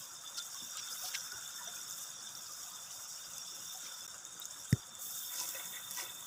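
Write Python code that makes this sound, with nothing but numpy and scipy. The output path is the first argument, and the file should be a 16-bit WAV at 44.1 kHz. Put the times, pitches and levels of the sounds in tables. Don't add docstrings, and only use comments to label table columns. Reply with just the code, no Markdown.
import sys
import numpy as np
from scipy import signal
from scipy.fft import rfft, irfft, next_fast_len
from scipy.io import wavfile
from scipy.ndimage import map_coordinates

SR = 44100
rng = np.random.default_rng(int(sys.argv[2]) if len(sys.argv) > 2 else 0)


def pcm_store(signal):
    levels = np.round(np.clip(np.atleast_2d(signal), -1, 1) * 32767)
    wavfile.write(sys.argv[1], SR, levels.astype(np.int16).T)


N = 276198
TIME = np.arange(N) / SR
TOP_HZ = 15560


def amp(db):
    return 10 ** (np.asarray(db) / 20)


def unit(x):
    return x / np.sqrt(np.mean(x ** 2) + 1e-20)


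def curves(rows):
    seconds, *columns = np.transpose(rows)
    return [np.interp(TIME, seconds, column) for column in columns]


def wobble(rate):
    knots = rng.standard_normal(int(N * rate / SR) + 4)
    return map_coordinates(knots, [TIME * rate])


def filtered(x, response):
    padded = next_fast_len(N + SR // 2)
    spectrum = rfft(x, padded)
    return irfft(spectrum * response(np.fft.rfftfreq(padded, 1 / SR)), padded)[:N]


def coloured(x, points):
    f, db = np.transpose(points)
    return unit(filtered(x, lambda hz: amp(np.interp(np.log(hz + 1), np.log(f), db))))


def resonance(hz, centre_hz, width):
    return 1j * hz * width / (centre_hz ** 2 - hz ** 2 + 1j * hz * width)


def patchy(x, depth_db, width_hz, life):
    hz, t, z = signal.stft(x, SR, nperseg=512)
    knots = rng.standard_normal((400, 800))
    places = np.meshgrid(hz / width_hz, t / life, indexing="ij")
    field = map_coordinates(knots, places, mode="wrap")
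    return unit(signal.istft(z * amp(depth_db * field), SR, nperseg=512)[1][:N])


def bubbles(rate, pitch_hz, spread, cycles, scatter_db, size):
    count = int(rate * N / SR)
    start = rng.integers(0, N, count)[:, None]
    hz = np.clip(pitch_hz * np.exp(spread * rng.standard_normal((count, 1))), 50, TOP_HZ)
    strength = amp(scatter_db * np.minimum(rng.exponential(size=(count, 1)), 4))
    sign = rng.choice([-1, 1], (count, 1))
    turns = hz * np.arange(size) / SR
    ring = strength * sign * np.sin(2 * np.pi * turns) * np.exp(-turns / cycles)
    places = start + np.arange(size)
    return unit(np.bincount(places.ravel(), ring.ravel(), N + size)[:N])


def add(track, s, sound):
    start = max(round(s * SR), 0)
    track[start:start + len(sound)] += sound[:max(N - start, 0)]


def envelope(s, hold, attack, fade_db_per_s):
    rise = np.clip((TIME - s) / attack, 0, 1)
    return rise * amp(-fade_db_per_s * np.maximum(TIME - s - hold, 0))


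def bell(s, half):
    return np.exp(-((TIME - s) / half) ** 2 / 2)


# (frequency [Hz], relative level [dB])
ROOM_TONE = [(20, -39), (50, -12.5), (110, -1.5), (180, 0.5), (270, -7), (330, -5), (410, -11.5),
             (900, -5.5), (4000, -35.5)]


def kitchen(level_db=-67):
    rumble = coloured(rng.standard_normal(N), ROOM_TONE)
    rumble = patchy(rumble, depth_db=3.5, width_hz=106, life=0.052)
    return amp(level_db + 1.17 * wobble(14)) * rumble


# (time [s], sizzle level [dB], patchy hiss level [dB], fine spray level [dB])
FRYING_LEVELS = [(0.0, -51, -51.5, -56), (0.1, -53.5, -57.5, -67), (0.45, -50, -55.5, -60.5),
                 (0.89, -50.5, -51.5, -58.5), (1.04, -50.5, -48.5, -51), (1.2, -49.5, -51, -58),
                 (1.5, -51, -56, -59.5), (2.05, -49.5, -53, -57.5), (2.15, -52, -56, -63),
                 (2.45, -51, -54.5, -60.5), (3.95, -51, -54, -59), (4.25, -54, -60.5, -69.5),
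                 (4.58, -50.5, -57, -64), (4.87, -55, -62, -68.5), (6.26, -52, -64, -60)]
# (frequency [Hz], relative level [dB])
SIZZLE_TONE = [(1500, -37), (2300, -27.5), (3100, -18.5), (4200, -25), (5300, -14.5), (6150, -12),
               (6450, 0), (7000, -1), (7350, -2.5), (7750, -2.5), (9000, -11), (10500, -10.5), (11200, -33),
               (16000, -40)]
# (frequency [Hz], relative level [dB])
SPRAY_TONE = [(4000, -51), (6000, -9), (7800, -2.5), (9000, -4.5), (10400, -3.5), (11300, -2.5), (12500, 0),
              (13050, 4), (13700, 0), (14600, 2), (15600, 4)]


def sizzle():
    sizzle_db, _, spray_db = curves(FRYING_LEVELS)
    clumps = wobble(45) + 0.088 * wobble(17)

    bursts = bubbles(rate=1300, pitch_hz=6890, spread=0.32, cycles=4.1, scatter_db=3.5, size=200)
    crackle = coloured(bursts + amp(3.5) * rng.standard_normal(N), SIZZLE_TONE)
    crackle_gain = np.hypot(amp(sizzle_db), amp(-0.5) * steam(haste=1.8)) * amp(1.5 * clumps)

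    droplets = bubbles(rate=2500, pitch_hz=10860, spread=0.34, cycles=2.2, scatter_db=3.0, size=64)
    spray = coloured(droplets + rng.standard_normal(N), SPRAY_TONE)
    spray = patchy(spray, depth_db=2.1, width_hz=618, life=0.042)
    pan_spray = amp(spray_db + 5.4 + 1.8 * clumps + 1.3 * wobble(13))
    greens_spray = amp(4.5 + 0.3 * clumps) * steam()
    return crackle_gain * crackle + np.hypot(pan_spray, greens_spray) * spray


# (frequency [Hz], relative level [dB])
PATCHY_HISS_TONE = [(1900, -37), (2500, -16), (2800, -13.5), (3050, -18), (3300, -11), (3800, -12.5),
                    (4100, -29.5), (4550, -16), (4950, -9.5), (5300, -1.5), (5750, 1), (6050, -4),
                    (6350, -7), (7500, -35)]


def patchy_hiss():
    pings = bubbles(rate=1500, pitch_hz=5300, spread=0.251, cycles=5.1, scatter_db=2, size=200)
    hiss = coloured(pings + amp(5.5) * rng.standard_normal(N), PATCHY_HISS_TONE)
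    hiss = patchy(hiss, depth_db=5.5, width_hz=190, life=.028)
    steady_gain = amp(curves(FRYING_LEVELS)[1] + 2.5)
    return np.hypot(steady_gain, amp(-5.5) * steam(haste=1.9)) * hiss


# (time [s], level [dB])
SINGING_LEVELS = [(0.0, -61), (0.9, -56.5), (1.8, -55), (2.5, -62), (3.2, -61.5), (3.85, -53),
                  (4.03, -59.5), (5.0, -60.5), (5.3, -52.5), (6.26, -53.5)]
# (time of the peak [s], level [dB])
SINGING_FLARES = [(0.265, -49.5), (0.405, -48.5), (0.608, -49), (0.89, -48.5), (1.68, -48.5), (2.29, -48),
                  (2.78, -53.5), (4.835, -53.5)]
FLARE_HALF_S = 0.016


def pan_ring():
    taps = bubbles(rate=1200, pitch_hz=3547, spread=0.14, cycles=2.8, scatter_db=2.5, size=160)
    narrow_ring = filtered(taps, lambda hz: resonance(hz, centre_hz=3584, width=41)
                           * resonance(hz, centre_hz=3160, width=790))
    waver = np.exp(2j * np.pi * np.cumsum(30 * wobble(24)) / SR)
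    singing = (signal.hilbert(narrow_ring) * waver).real * amp(1.8 * wobble(26))
    flares = sum(amp(db) * bell(s, FLARE_HALF_S) for s, db in SINGING_FLARES)
    return np.hypot(amp(curves(SINGING_LEVELS)[0]), flares) * unit(singing)


# (frequency [Hz], relative level [dB])
SIMMER_TONE = [(250, -36), (430, -15), (540, -2), (640, -11), (740, -5), (830, -13), (950, -4.5),
               (1120, -3.5), (1300, 1), (1520, 2.5), (1800, -5.5), (2300, -7.5), (4000, -18)]


def simmer(below_sizzle_db=-8.0):
    swarm = bubbles(rate=1100, pitch_hz=1195.6, spread=0.3613, cycles=13.8, scatter_db=2.5, size=1400)
    body = coloured(swarm + amp(5) * rng.standard_normal(N), SIMMER_TONE)
    body = patchy(body, depth_db=1.98, width_hz=202, life=.05)
    sizzle_db = curves(FRYING_LEVELS)[0]
    average_db = sizzle_db.mean()
    return amp(average_db + below_sizzle_db + 0.28 * (sizzle_db - average_db)) * body


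# (time [s], level before the soft swell [dB], starting pitch [Hz])
BLUBS_AND_CHIRP = [(0.235, -45, 1260), (0.378, -37.5, 1390), (0.545, -45, 1100), (0.618, -48.5, 243),
                   (0.750, -41, 1250), (1.036, -40.5, 734), (1.149, -39, 1567), (1.313, -37.5, 1440),
                   (1.325, -53, 380), (1.343, -52, 121), (1.583, -43, 1740), (1.606, -41.5, 947),
                   (1.67, -44, 702), (2.491, -45, 1210), (2.722, -47.5, 1252), (3.745, -46.5, 743),
                   (4.415, -30, 3710), (5.545, -44, 521), (6.02, -49.5, 343)]
BLUB_T60_S, BLUB_WIDTH_HZ, BLUB_SMALL_HZ = 0.14, 20, 2590


def blubs_and_chirp():
    out, t = np.zeros(N), np.arange(SR // 5) / SR
    for s, db, hz in BLUBS_AND_CHIRP:
        t60 = BLUB_T60_S / (1 + (hz / BLUB_SMALL_HZ) ** 2)
        swell = (1 - np.exp(-t / .006)) * amp(db - 60 * t / t60)
        quiver = np.cumsum(rng.standard_normal(len(t))) * np.sqrt(2 * np.pi * BLUB_WIDTH_HZ / SR)
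        rising_phase = 2 * np.pi * hz * t * (1 + 0.043 * t / t60)
        add(out, s, swell * np.sin(rising_phase + quiver))
    return out


# (time of the peak [s], level [dB], half length [s], lowest pitch [Hz])
STEAM_SPURTS = [(0.385, -37.5, 0.0088, 3600), (0.788, -45, 0.014, 2490), (1.057, -43.5, 0.0098, 3200),
                (1.085, -43.5, 0.0071, 4200), (1.151, -35, 0.0078, 1750), (2.914, -52.5, 0.0077, 2730),
                (3.383, -42, 0.0023, 6100), (3.857, -54.5, 0.028, 1800), (4.6, -56, 0.015, 10000),
                (4.716, -48, 0.016, 9000), (5.403, -42, 0.034, 4300), (5.491, -36, 0.0014, 6500),
                (5.9112, -35.5, .0011, 6550), (5.916, -38, 0.00078, 6200), (5.998, -44, 0.036, 5150)]
# (frequency [Hz], relative level [dB])
PUFF_TONE = [(1500, 3), (2600, -1), (3500, 1), (4250, -4.5), (5400, 3), (7000, -0.5), (15000, 1)]


def spurts(tilt=0.4):
    out = np.zeros(N)
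    grit = bubbles(rate=3500, pitch_hz=4900, spread=.42, cycles=3, scatter_db=2.6, size=200)
    grit = patchy(coloured(grit, PUFF_TONE), depth_db=2.5, width_hz=230, life=.03)
    grit = grit * amp(1.4 * wobble(260))
    for s, db, half, low_hz in STEAM_SPURTS:
        shape = bell(s, half)
        puff = shape * filtered(
            grit, lambda hz: (1 - 1 / (1 + (hz / low_hz) ** 6)) / (1 + hz / low_hz) ** tilt)
        out += amp(db) * puff * np.linalg.norm(shape) / np.linalg.norm(puff)
    return out


# (time [s], peak level before a 5 dB cut [dB], pitch [Hz])
SNAPPING_BUBBLES = [(0.5453, -27, 5740), (0.771, -23, 7380), (1.0854, -29, 5430), (1.3197, -25, 5230),
                    (1.909, -25, 5790), (2.352, -27, 5350), (3.3812, -24, 6000), (4.0077, -30, 5950),
                    (4.079, -27, 7100), (4.1807, -32, 6960), (4.2514, -25.5, 6720), (4.399, -26, 14400),
                    (4.455, -21, 6700), (4.653, -30.5, 7680), (4.952, -28.5, 7300), (5.4005, -20.5, 6170),
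                    (5.965, -26, 6100), (5.973, -24, 5970)]


def pops():
    out, t = np.zeros(N), np.arange(SR // 60) / SR
    for s, db, hz in SNAPPING_BUBBLES:
        ping = np.sin(2 * np.pi * hz * t) * amp(-60 * t / 0.0076)
        crack = 0.13 * np.diff(rng.standard_normal(len(t) + 1)) * amp(-60 * t / 0.013)
        snap = (ping + crack) * (1 - np.exp(-t / 0.0002))
        add(out, s, amp(db - 5.0) * snap / np.abs(snap).max())
    return out


# (time [s], length [s], level [dB])
SAUCE_POURS = [(0.68, 1.05, -58.5), (3.72, 0.2, -64)]
POUR_ATTACK_S, POUR_FADE_DB_PER_S = 0.1, 50


def trickle(centre_hz=1450, width=260, spatter_db=-7.5):
    swarm = bubbles(rate=500, pitch_hz=1470, spread=.1, cycles=8, scatter_db=2.5, size=1000)
    gurgle = unit(filtered(swarm, lambda hz: resonance(hz, centre_hz, width)))
    drops = bubbles(rate=220, pitch_hz=1800, spread=.55, cycles=12, scatter_db=2.5, size=1400)
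    stream = sum(amp(db) * envelope(s, length, POUR_ATTACK_S, POUR_FADE_DB_PER_S)
                 for s, length, db in SAUCE_POURS)
    return stream * (gurgle + amp(spatter_db) * drops)


def knock(s=4.7262, thud_db=-15, start_hz=270, rest_hz=110, tick_hz=1870, tick_db=-28,
          crack_db=-32, boom_db=-42, body_hz=395, body_db=-42):
    out, t = np.zeros(N), np.arange(SR // 4) / SR
    hz = rest_hz + (start_hz - rest_hz) * np.exp(-t / 0.0028)
    thud_shape = (1 - np.exp(-t / 0.0015)) * np.exp(-(t / 0.013) ** 2)
    thud = np.sin(2 * np.pi * np.cumsum(hz) / SR) * thud_shape
    thud = signal.sosfilt(signal.butter(3, 750, fs=SR, output="sos"), thud)

    contact = np.exp(-((t - .0021) / .0013) ** 2)
    crack_tone = [(2500, -8.0), (4500, -18), (5500, 2), (9000, -9), (15000, -18)]
    crack = coloured(rng.standard_normal(N), crack_tone)[:len(t)]
    tick = amp(tick_db) * np.sin(2 * np.pi * tick_hz * t) + amp(crack_db) * crack

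    boom_tone = [(25, -10), (70, 1), (200, -11), (390, -5), (560, -17), (4000, -68.5)]
    boom = coloured(rng.standard_normal(N), boom_tone)[:len(t)]
    boom = amp(boom_db - 60 * t / 0.17) * boom
    body = np.sin(2 * np.pi * body_hz * t) * amp(body_db - 60 * t / 0.13)
    add(out, s, amp(thud_db) * thud + body + contact * tick + boom)
    return out


# (time [s], hold [s], level [dB], fade [dB per s])
GREENS_STEAMING = [(4.975, 0.52, -48, 16.5), (5.892, 0.072, -55, 70)]
STEAM_ATTACK_S = 0.057


def steam(haste=1):
    return sum(amp(db) * envelope(s, hold, STEAM_ATTACK_S, haste * fade)
               for s, hold, db, fade in GREENS_STEAMING)


# (time [s], length [s], rustle level [dB])
GREENS_RUBS = [(5.298, 0.11, -54.5), (5.384, 0.082, -52), (5.518, 0.077, -51), (5.714, 0.04, -54),
               (5.85, 0.14, -57.5), (5.968, 0.045, -48)]
RUB_ATTACK_S, RUB_FADE_DB_PER_S = 0.013, 110
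# (frequency [Hz], width [Hz], relative level [dB])
PAN_HOLLOW = [(534, 24, -6), (730, 23, -11), (986, 19, 1), (1130, 35, -30), (1520, 52, 2.5), (1933, 64, 8),
              (2165, 60, 0), (2580, 51, 1)]
# (frequency [Hz], relative level [dB])
RUSTLE_TONE = [(150, -34), (330, 3), (420, -8), (520, -1), (1000, 4), (2000, 0.5), (2600, 7.5), (4200, 4),
               (6000, -10), (10000, -40)]


def greens():
    rubs = bubbles(rate=2200, pitch_hz=1667, spread=0.99, cycles=1.86, scatter_db=4.0, size=240)
    rubs = unit(rubs * amp(1.8 * wobble(70)))
    hollow = filtered(rubs, lambda hz: sum(
        amp(db) * resonance(hz, centre, width) for centre, width, db in PAN_HOLLOW))
    scrapes = coloured(unit(hollow) + amp(-5.5) * rubs, RUSTLE_TONE)
    scrapes = patchy(scrapes, depth_db=3.6, width_hz=220, life=.045)
    strokes = np.max([amp(db) * envelope(s, length, RUB_ATTACK_S, RUB_FADE_DB_PER_S)
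                      for s, length, db in GREENS_RUBS], axis=0)
    return strokes * scrapes


def scene():
    frying = sizzle() + patchy_hiss() + pan_ring() + simmer() + blubs_and_chirp() + spurts() + pops()
    mono = kitchen() + frying + trickle() + knock() + greens()
    return np.array([mono, mono])


def record(dry):
    gate = np.clip((np.abs(TIME - 4.0725) - .004) / .002, 0, 1)
    return np.array([filtered(channel * gate, lambda hz: hz < TOP_HZ) for channel in dry])


dry = scene()
out = record(dry)
pcm_store(out)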